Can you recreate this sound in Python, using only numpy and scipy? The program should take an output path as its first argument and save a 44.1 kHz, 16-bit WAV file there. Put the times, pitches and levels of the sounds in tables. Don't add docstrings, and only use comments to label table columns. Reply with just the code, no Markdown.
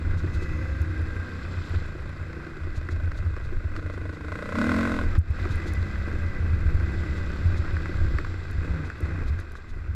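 import sys
import numpy as np
from scipy import signal
from scipy.fft import rfft, irfft, next_fast_len
from scipy.io import wavfile
from scipy.ndimage import uniform_filter1d, minimum_filter1d, map_coordinates

SR = 44100
rng = np.random.default_rng(int(sys.argv[2]) if len(sys.argv) > 2 else 0)


def generate_wav(sig):
    pcm = np.round(np.clip(np.atleast_2d(sig).T, -1, 1) * 32767).astype(np.int16)
    wavfile.write(sys.argv[1], SR, pcm)


N = 438794
TIME = np.arange(N) / SR
CRUISE_HZ = 32.1

# start in seconds, added opening (0-1), added firing rate in Hz,
# added clatter in dB.
BLIPS = [(8.579, 0.28, 8, 3), (8.971, 0.26, 8.5, 4.5)]
# time in seconds, level in dB.
GRAVEL = [
    [(0.0, -61), (0.57, -58.5), (0.99, -60), (1.5, -55.5), (1.72, -53), (1.95, -61.5), (2.41, -63),
     (4.2, -67)],
    [(5.45, -53.5), (5.6, -55.5), (6.63, -60), (7.0, -54.5), (8.18, -55), (8.51, -58.5), (9.23, -61.5),
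     (9.71, -67.5), (9.95, -68)],
]
# frequency in Hz, gain in dB.
HOUSING = [(2000, -28), (4500, -20), (6300, -6.5), (8000, -11), (10000, -5), (12000, -14.5), (15000, -16)]


def engine(throttle, cycles, rate):
    times = np.interp(np.arange(np.ceil(cycles[0]), cycles[-1]), cycles, TIME)
    firing_hz = np.interp(times, TIME, rate)
    jitter, strength, charge, first_tap, second_tap, echo = rng.standard_normal((len(times), 6)).T
    free_spin = amp(sum(db * triangle(start, .25, .3) for start, _, _, db in BLIPS))
    ragged = np.interp(throttle, [.3, .5], [1, .15]) * np.interp(rate, [29, 33], [1, .45])
    ragged = np.interp(times, TIME, ragged / free_spin ** 2)
    sizes = amp(3.2 * ragged * strength) / np.sqrt(firing_hz)
    pulses = unit(impulses(times + .00018 * ragged * jitter, sizes))
    breath = amp(-5) * exhaust(pulses, throttle) + amp(-1) * (1 - throttle) * intake(cycles, rate)
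    return (exhaust_level(throttle, rate) * breath
            + bark(times, firing_hz, throttle, charge_db=2.2 * charge, echo_db=3 * echo)
            + crack(pulses, throttle)
            + free_spin * clatter_level(rate) * np.sqrt(1 - throttle ** 2)
            * clatter(times, firing_hz, first_tap, second_tap)
            + honk(throttle, cycles, rate))


def drive():
    # time in seconds, throttle opening (0-1).
    pull = [(3.6, 0.37), (3.85, 0.42), (4.22, 0.44), (4.35, 0.55), (4.53, 0.63), (4.585, 0.82),
            (4.78, 0.87), (4.9, 0.79), (5.02, 0.66), (5.13, 0.2)]
    # time in seconds, firing rate in Hz.
    speed = [(0, 32), (.53, 30.7), (.78, 31.5), (.9, 30.7), (1.03, 31.7), (1.52, 31.6), (1.65, 29.2),
             (2.25, 28.9), (2.43, 30.4), (3.02, 26), (3.2, 27), (3.6, 26), (3.84, 28.1), (3.92, 25.7),
             (4.18, 25.8), (4.57, 31.8), (4.63, 37), (4.75, 43.3), (4.86, 47), (4.95, 42), (5.45, 38),
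             (5.72, 34.9), (6.03, 33), (6.17, 34.4), (6.3, 33.2), (6.53, 33.1), (6.62, 35.8), (6.75, 34.3),
             (7, 34.8), (7.27, 33.6), (7.6, 34.6), (7.8, 31.9), (7.9, 33.4), (8.05, 32.4), (8.3, 29.4),
             (8.58, 28), (8.95, 24.7), (9.95, 22)]
    throttle = curve(pull) + sum(opening * triangle(start, .074, .16) for start, opening, _, _ in BLIPS)
    rate = curve(speed) + sum(hz * triangle(start, .11, .24) for start, _, hz, _ in BLIPS)
    return np.clip(throttle, 0, 1), rate


def crank(throttle, smooth_rate, firing_at_s=4.586):
    coasting = np.clip(1 - 3 * throttle, 0, 1)
    rate = smooth_rate * (1 + (.002 + .005 * coasting) * wobble(9))
    cycles = np.cumsum(rate) / SR
    return cycles - np.interp(firing_at_s, TIME, cycles), rate


def exhaust(pulses, throttle):
    # frequency in Hz, gain in dB.
    shut = [(40, -74.5), (110, -12), (140, 17), (165, 10), (205, 4.5), (260, -28.5), (320, 11.5), (370, 4),
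            (420, -20.5), (500, -1.5), (570, -4), (620, -13.5), (800, -38.5), (5000, -110)]
    half_open = [(40, 0.5), (110, -19), (155, 1), (240, -6.5), (290, 1), (325, 8), (385, -20.5),
                 (450, -8.5), (510, -1.5), (540, -19.5), (620, -6.5), (740, -24.5), (5000, -110)]
    wide_open = [(40, -5), (135, -4), (178, 9), (225, -5), (270, 5), (320, 1), (390, 1), (460, 1), (560, 3),
                 (640, 11), (760, -13.5), (5000, -110)]
    shares = [np.sqrt(np.interp(throttle, [0, .5, 1], row)) for row in np.eye(3)]
    return sum(share * unit(colour(pulses, spectrum))
               for share, spectrum in zip(shares, (shut, half_open, wide_open)))


def exhaust_level(throttle, rate, braking_from_hz=30.6):
    idle = amp(-52.5) * rate / CRUISE_HZ
    braking = 1 / (1 + np.exp((braking_from_hz - rate) / .7))
    roar = amp(-23.5) * throttle ** 2.46
    return np.sqrt(idle ** 2 + braking * amp(-38.5) ** 2 + roar ** 2)


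def bark(times, firing_hz, throttle, charge_db, echo_db, echo_s=.0047):
    # frequency in Hz, gain in dB.
    spectrum = [(300, -13), (600, 8.5), (830, -16), (1070, 3), (1180, -5), (1490, 6), (1820, -13),
                (1980, -3), (2500, -13.5), (2970, -19), (3740, -12), (5800, -26), (7560, -23), (15500, -59)]
    charge = (CRUISE_HZ / firing_hz) ** 1.5 * amp(charge_db)
    reflection = .35 * impulses(times + echo_s, charge * amp(echo_db))
    pulses = unit(impulses(times, charge) + reflection)
    edge = signal.sosfilt(signal.butter(2, 2200, fs=SR, output="sos"), pulses)
    blast = unit(bursts(pulses, attack=.001, decay=.0022))
    return amp(-21.5) * throttle ** 3.6 * unit(colour(edge + .45 * blast, spectrum))


def crack(pulses, throttle):
    # frequency in Hz, gain in dB.
    spectrum = [(1000, 3), (2500, 6), (3000, -13), (3800, -7), (4600, -14), (5250, 9), (5900, -10),
                (7500, -8.5), (11000, -10.5), (15500, -30)]
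    fronts = bursts(pulses, attack=.0004, decay=.0011)
    return amp(-47.5) * throttle ** 4.6 * unit(colour(fronts, spectrum))


def intake(cycles, rate):
    # harmonic number, relative level in dB.
    harmonics = [(4, -9.5), (5, -1.5), (6, -7), (7, -10), (8, -5), (9, -11), (10, -5), (11, -2.5),
                 (17, -4.5)]
    # frequency in Hz, gain in dB.
    airbox = [(110, 3.5), (160, 4), (188, -2), (230, 2.5), (275, -6.5), (320, 1.5), (400, -22.5),
              (500, -10), (600, -10), (750, -13)]
    tones = np.zeros(N)
    for k, db in harmonics:
        level = amp(db + 2 * wobble(13) + np.interp(k * rate, *np.transpose(airbox)))
        tones += level * np.cos(2 * np.pi * k * (cycles - .5) + 2 * wobble(.99))
    return unit(tones)


def honk(throttle, cycles, rate, from_throttle=.37):
    # resonance in Hz, half width in Hz, level at full throttle in dB, throttle exponent,
    # lag after the firing in cycles.
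    resonances = [(231.5, 27, -15.5, 5.7, 0.708), (297, 18.4, -32.5, 1.47, 0.171),
                  (464, 34, -38.5, 1.5, 0.046), (592, 41, -37, 5.1, 0.065)]
    opened = np.clip(throttle - from_throttle, 0, .05) / .05
    growl = np.zeros(N)
    for hz, width, db, exponent, lag in resonances:
        harmonics = np.round(hz / rate) + np.arange(-3, 4)[:, None]
        gains = np.exp(-.7 * ((harmonics * rate - hz) / width) ** 2)
        phases = 2 * np.pi * harmonics * (cycles - lag) + .2 * wobble(35)
        tones = np.sum(gains * np.cos(phases), axis=0)
        growl += amp(db + wobble(35)) * throttle ** exponent * tones
    return opened * growl


def pipe_drone(cycles):
    # centre in seconds, half length in seconds, harmonic number, level in dB.
    swells = [(.85, .65, 10, -41.5), (.8, .65, 11, -44), (.65, .3, 17, -51), (.6, .3, 16, -52),
              (1.2, .35, 15, -50), (6.05, .5, 5, -40), (6.1, .5, 6, -44), (6, .5, 7, -46),
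              (6.9, .35, 10, -45), (6.2, .5, 17, -52)]
    return sum(hump(centre, half, db) * amp(1.5 * wobble(8))
               * np.cos(2 * np.pi * k * cycles + .3 * wobble(10)) for centre, half, k, db in swells)


def airbox_hoots(cycles):
    # harmonic number, relative level in dB.
    harmonics = [(5, 0), (6, -12), (9, -8), (10, -10), (11, -23), (15, -17.5), (16, -14), (17, -15)]
    level = sum(hump(start + .225, half=.115, db=-37) for start, *_ in BLIPS)
    return level * sum(amp(db + wobble(21)) * np.cos(2 * np.pi * k * cycles) for k, db in harmonics)


def gas_rush(throttle):
    # frequency in Hz, gain in dB.
    spectrum = [(250, -8.5), (600, 0), (830, -10), (1100, -7), (1520, 6), (1800, -9.5), (2000, 7),
                (2270, -15), (2500, -1.5), (2950, -19.5), (3800, -14), (6000, -24.5), (7600, -24),
                (11000, -34.5), (15500, -39)]
    return amp(-32) * throttle ** 2.8 * unit(colour(rng.standard_normal(N), spectrum))


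def clatter(times, firing_hz, first_tap_db, second_tap_db):
    # frequency in Hz, gain in dB.
    spectrum = [(150, -5), (340, 2.5), (430, -3.5), (600, -9), (920, -12.5), (1150, -5.5), (1350, -4.5),
                (1560, 0), (1800, -11.5), (2000, -4), (2270, -15.5), (2530, -8.5), (2950, -30),
                (6000, -34.5), (15000, -53.5)]
    taps = impulses(times, amp(first_tap_db)) + .26 * impulses(times + .5 / firing_hz, amp(second_tap_db))
    links = scatter(3000, range_db=8)
    valves = unit(bursts(taps, attack=.0027, decay=.011))
    rattle = unit(bursts(links, attack=.0001, decay=.003))
    return unit(colour(.32 * valves + .5 * rattle + .53 * rng.standard_normal(N), spectrum))


def clatter_level(rate, db_per_octave=9):
    gravel_db = curve(np.vstack(GRAVEL))
    shaken_db = .18 * (gravel_db - gravel_db.mean())
    return amp(-42.5 + db_per_octave * np.log2(rate / CRUISE_HZ) + shaken_db)


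def gear_whine(cycles, rate):
    # frequency in Hz, bandwidth in Hz.
    resonances = [(1590, 38), (2005, 40)]
    resting_db = [-13, -19.5]
    # centre and half length in seconds, lower and upper ring in dB.
    swells = [(0.57, 0.3, -71, -58), (1.026, 0.34, -50, -78), (5.64, 0.2, -67, -49.5),
              (6.184, 0.56, -51.5, -51), (7.14, 0.25, -64, -50), (7.91, 0.14, -49, -54)]
    # centre and half length in seconds, teeth passing per firing, level in dB.
    gears = [(.44, .12, 83, -51.5), (.56, .19, 64.5, -45.5), (.82, .09, 50, -45), (1.15, .19, 49.7, -44.5)]
    rings = [signal.lfilter(*signal.iirpeak(hz, hz / width, SR), rng.standard_normal(N))
             for hz, width in resonances]
    singing = sum(np.array([hump(centre, half, db) for db in dbs]) for centre, half, *dbs in swells)
    levels = np.hypot(np.outer(amp(resting_db), clatter_level(rate)), singing)
    mesh = sum(hump(centre, half, db) * amp(wobble(40.3))
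               * np.cos(2 * np.pi * teeth * cycles + wobble(70.44)) for centre, half, teeth, db in gears)
    return mesh + sum(level * unit(ring) for level, ring in zip(levels, rings))


def chain_rasp(links_per_s=190):
    # centre in seconds, half length in seconds, level in dB.
    rasps = [(0.527, 0.28, -60.5), (5.8, 0.44, -67)]
    # frequency in Hz, gain in dB.
    guide = [(2350, -21), (2620, 16), (2900, -26), (4600, -22), (5250, 3), (5700, -16), (6100, -3),
             (6700, -2), (7200, -19), (9000, -19), (12000, -18), (15000, -31)]
    scrapes = 1 + np.cos(2 * np.pi * links_per_s * TIME + 2 * wobble(18))
    return sum(hump(*rasp) for rasp in rasps) * unit(colour(scrapes * rng.standard_normal(N), guide))


def wind(flutter, lull_db=-44):
    # centre in seconds, half length in seconds, relative level in dB.
    gusts = [(0.175, 0.36, -31), (1.08, 0.1, -39), (1.77, .2, -41), (2.7, 0.12, -35.5), (3.083, 0.2, -30.5),
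             (3.58, 0.26, -31.5), (5.12, 0.13, -26), (5.42, 0.32, -29.5), (6.15, 0.38, -33.5),
             (6.677, 0.28, -29), (7.5, 0.46, -34), (8.146, 0.17, -28), (8.478, 0.31, -35.5),
             (9.296, 0.14, -29), (9.8, 0.095, -30.5)]
    # frequency in Hz, gain in dB.
    spectrum = [(8, -27.5), (14, 2), (26, 0.5), (45, -10.5), (65, -6.5), (120, -25.5), (250, -35.5),
                (1500, -78)]
    level = np.sqrt(amp(lull_db) ** 2 + sum(hump(*gust) ** 2 for gust in gusts))
    return amp(2.5) * level * unit(colour(flutter * rng.standard_normal(N), spectrum))


def helmet_boom(flutter):
    # time in seconds, relative level in dB.
    shaking = [(0, -30), (.15, -25), (.6, -31), (1.05, -30), (1.3, -34), (1.7, -31.5), (2.05, -33),
               (2.55, -36.5), (3.0, -29.5), (3.6, -33.5), (3.9, -34.5), (4.23, -37), (4.72, -34.5),
               (5.1, -27.5), (5.42, -30.5), (5.75, -29.5), (6.05, -29), (6.6, -27), (7.25, -29.5),
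               (7.5, -28), (8.4, -31), (8.85, -31), (9.33, -31), (9.5, -41.5), (9.7, -40.5), (9.95, -29.5)]
    # frequency in Hz, gain in dB.
    shell = [(15, -33), (52, -12.5), (66, 1), (77, 0), (90, 5.5), (102, -9), (122, -14.5), (200, -25.5),
             (500, -40), (1500, -93.5)]
    return amp(curve(shaking) + .5) * unit(colour(flutter * rng.standard_normal(N), shell))


def helmet_bumps(shell_hz=80, rise_s=.0048, decay_s=.014):
    # start in seconds, relative level in dB.
    bumps = [(0.157, -18), (0.361, -23), (0.802, -18), (0.897, -21), (1.02, -24), (1.762, -18.5),
             (2.771, -18.5), (2.919, -24), (3.033, -21), (3.195, -21.5), (3.569, -22.5), (3.649, -20),
             (4.009, -28), (5.178, 4.5), (5.297, -9), (5.5, -17.5), (5.98, -22.5), (6.398, -16),
             (6.532, -18), (6.651, -16.5), (6.739, -19), (6.869, -29), (7.095, -16.5), (7.331, -27),
             (7.454, -15.5), (7.59, -17), (7.729, -20), (8.054, -19), (8.143, -17), (8.579, -18),
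             (9.026, -19), (9.3, -16.5), (9.325, -20.5)]
    times, db = np.transpose(bumps)
    t = np.arange(SR // 5) / SR
    swing = -np.sin(2 * np.pi * shell_hz * t) * (1 - np.exp(-t / rise_s)) ** 2 * np.exp(-t / decay_s)
    return signal.fftconvolve(impulses(times, amp(db + 1)), swing / np.abs(swing).max())[:N]


def frame_knocks():
    # start in seconds, relative level in dB.
    knocks = [(0.244, -41), (1.745, -34), (2.33, -34), (2.467, -36), (2.888, -29.5), (3.117, -30),
              (3.3646, -33), (3.7636, -26), (4.127, -37), (5.152, -26), (5.453, -28), (6.7988, -30.5),
              (7.766, -30), (7.857, -29), (8.1845, -24.5), (8.247, -29), (8.9, -29), (9.389, -33),
              (9.553, -35)]
    # frequency in Hz, gain in dB.
    spectrum = [(500, -14.5), (850, -13.5), (1150, 0.5), (1550, 4), (2000, -5), (2600, -14.5),
                (3000, -24.5), (4500, -22), (9000, -39.5), (15000, -52)]
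    # frequency in Hz, level in dB, time to fall 60 dB in seconds.
    modes = [(1100, -4, 0.0092), (1298, -0.5, 0.023), (1488, 8.5, 0.019), (1610, -22, 0.043),
             (1994, -14, 0.072)]
    times, db = np.transpose(knocks)
    clack = colour(bursts(impulses(times, amp(db - 1)), attack=.00057, decay=.0025), spectrum)
    return clack + struck(times, db - 3.5, modes, attack=.0032)


def fender_thuds(rate, flaps_per_s=4):
    # start in seconds, relative level in dB.
    thuds = [(0.241, -25.5), (.42, -25.5), (1.736, -27.5), (1.951, -33), (2.367, -33), (2.467, -31),
             (2.567, -31.5), (2.671, -34), (2.89, -30), (3.368, -31), (3.523, -32), (3.637, -39),
             (3.776, -32), (3.972, -33), (5.455, -25), (5.658, -26), (6.076, -27), (6.136, -28.5),
             (7.07, -32), (7.332, -32), (7.893, -26.5), (8.012, -29), (8.189, -28), (9.005, -30),
             (9.39, -32), (9.766, -41), (9.881, -45)]
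    # frequency in Hz, level in dB, time to fall 60 dB in seconds.
    modes = [(320, -5.5, 0.1), (356.5, -0.5, 0.073), (451, -6.5, 0.055), (560, -8, 0.035)]
    times, db = random_hits(flaps_per_s, mean_db=-43, spread_db=3)
    flaps = (rate / CRUISE_HZ) ** 2 * struck(times, db, modes, attack=.002)
    return struck(*np.transpose(thuds), modes, attack=.0021) + flaps


def tyres():
    # frequency in Hz, gain in dB.
    spectrum = [(1500, -25), (3000, 4), (3700, 8.5), (5100, 3.5), (5900, -5), (7000, -8), (7550, 2.5),
                (8200, -23), (11500, -19), (13000, -28), (15500, -44)]
    grit = unit(bursts(scatter(2500, range_db=26), attack=.0001, decay=.0005))
    hiss = unit(colour(rng.standard_normal(N) + .5 * grit, spectrum))
    times, db = random_hits(per_s=7, mean_db=-8, spread_db=3)
    stones = colour(bursts(impulses(times, amp(db)), attack=.0005, decay=.0017), HOUSING)
    gravel_db = curve(np.vstack(GRAVEL))
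    level_db = gravel_db.mean() - .5 + .88 * (gravel_db - gravel_db.mean())
    return amp(level_db) * (hiss + stones)


def housing_ticks():
    # start in seconds, relative level in dB.
    ticks = [(0.817, -40.5), (1.015, -52), (1.6931, -50), (5.187, -23), (5.305, -40), (5.557, -42),
             (5.735, -35.5), (6.748, -47), (7.3576, -53), (7.4594, -49), (8.511, -41.5), (9.005, -38.5),
             (9.4, -44), (9.519, -43.5)]
    times, db = np.transpose(ticks)
    return colour(bursts(impulses(times, amp(db - 9.5)), attack=.0011, decay=.0016), HOUSING)


def fork_swishes():
    # centre in seconds, level in dB.
    strokes = [(.19, -54.5), (.35, -51.5), (0.431, -52.5), (1.66, -59), (2.77, -52.5), (2.92, -54.5),
               (3.18, -53.5), (3.45, -59), (3.77, -57), (3.94, -59), (4.148, -60), (5.52, -50), (5.68, -48),
               (7.18, -55), (7.579, -52), (8.86, -57), (9.285, -55.5), (9.401, -56), (9.57, -58),
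               (9.7, -59.5)]
    # frequency in Hz, gain in dB.
    spectrum = [(2000, -16), (3200, -2.5), (3800, 5.5), (5500, -4), (7000, -4.5), (9000, -14.5),
                (12000, -18), (15000, -48)]
    level = sum(hump(centre, .016, db) for centre, db in strokes)
    return level * colour(rng.standard_normal(N), spectrum)


def amp(db):
    return 10 ** (np.asarray(db) / 20)


def unit(x):
    return x / np.sqrt(np.mean(x ** 2) + 1e-20)


def curve(rows):
    return np.interp(TIME, *np.transpose(rows))


def hump(centre, half, db):
    return amp(db) * np.exp(-((TIME - centre) / half) ** 2)


def triangle(start, rise, fall):
    return np.interp(TIME, [start, start + rise, start + rise + fall], [0, 1, 0])


def wobble(knots_per_s):
    coarse = np.linspace(0, N / SR, 4000)
    knots = rng.standard_normal(int(N * knots_per_s / SR) + 4)
    return np.interp(TIME, coarse, map_coordinates(knots, [coarse * knots_per_s]))


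def impulses(times, sizes):
    return np.bincount(np.clip(np.round(times * SR).astype(int), 0, N), sizes, N + 1)[:N]


def scatter(count, range_db):
    position, strength = rng.random((count, 2)).T
    return impulses(position * N / SR, amp(range_db * strength))


def random_hits(per_s, mean_db, spread_db):
    count = int(per_s * N / SR)
    return rng.random(count) * N / SR, mean_db + spread_db * rng.standard_normal(count)


def bursts(train, attack, decay):
    t = np.arange(SR // 10) / SR
    envelope = (1 - np.exp(-t / attack)) * np.exp(-t / decay)
    return signal.fftconvolve(train, envelope / envelope.max())[:N] * rng.standard_normal(N)


def struck(times, db, modes, attack):
    t = np.arange(SR // 8) / SR
    strengths = amp(db[:, None] + 2 * rng.standard_normal((len(times), len(modes))))
    onset = 1 - np.exp(-t / attack)
    rings = [amp(level - 60 * t / t60) * np.sin(2 * np.pi * hz * t) * onset for hz, level, t60 in modes]
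    return sum(signal.fftconvolve(impulses(times, sizes), ring)[:N]
               for sizes, ring in zip(strengths.T, rings))


def colour(x, spectrum, size=16384):
    hz, db = np.transpose(spectrum)
    log_hz = np.log(np.fft.rfftfreq(size, 1 / SR) + 1)
    cepstrum = irfft(np.log(amp(np.interp(log_hz, np.log(hz), db))))
    causal_fold = np.r_[1, np.full(size // 2 - 1, 2), 1, np.zeros(size // 2 - 1)]
    response = irfft(np.exp(rfft(cepstrum * causal_fold)))
    return signal.fftconvolve(x, response / np.linalg.norm(response))[:N]


def scene():
    throttle, smooth_rate = drive()
    cycles, rate = crank(throttle, smooth_rate)
    bike = (engine(throttle, cycles, rate) + pipe_drone(cycles) + airbox_hoots(cycles)
            + gas_rush(throttle) + gear_whine(cycles, smooth_rate) + chain_rasp())
    flutter = amp(2.4 * wobble(17))
    ride = wind(flutter) + helmet_boom(flutter) + tyres()
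    jolts = helmet_bumps() + frame_knocks() + fender_thuds(smooth_rate) + housing_ticks() + fork_swishes()
    return (bike + ride + jolts)[None]


def record(dry, ceiling_db=-10, release_db_per_s=75, top_hz=15350):
    over_db = np.maximum(20 * np.log10(np.abs(dry[0]) + 1e-9) - ceiling_db, 0)
    recovery_db = release_db_per_s * TIME
    duck_db = np.maximum.accumulate(over_db + recovery_db) - recovery_db
    gain = uniform_filter1d(minimum_filter1d(amp(-duck_db), size=120), size=120)
    size = next_fast_len(N + SR // 4)
    passband = np.fft.rfftfreq(size, 1 / SR) < top_hz
    return irfft(rfft(dry * gain, size) * passband, size)[:, :N]


dry = scene()
out = record(dry)
generate_wav(out)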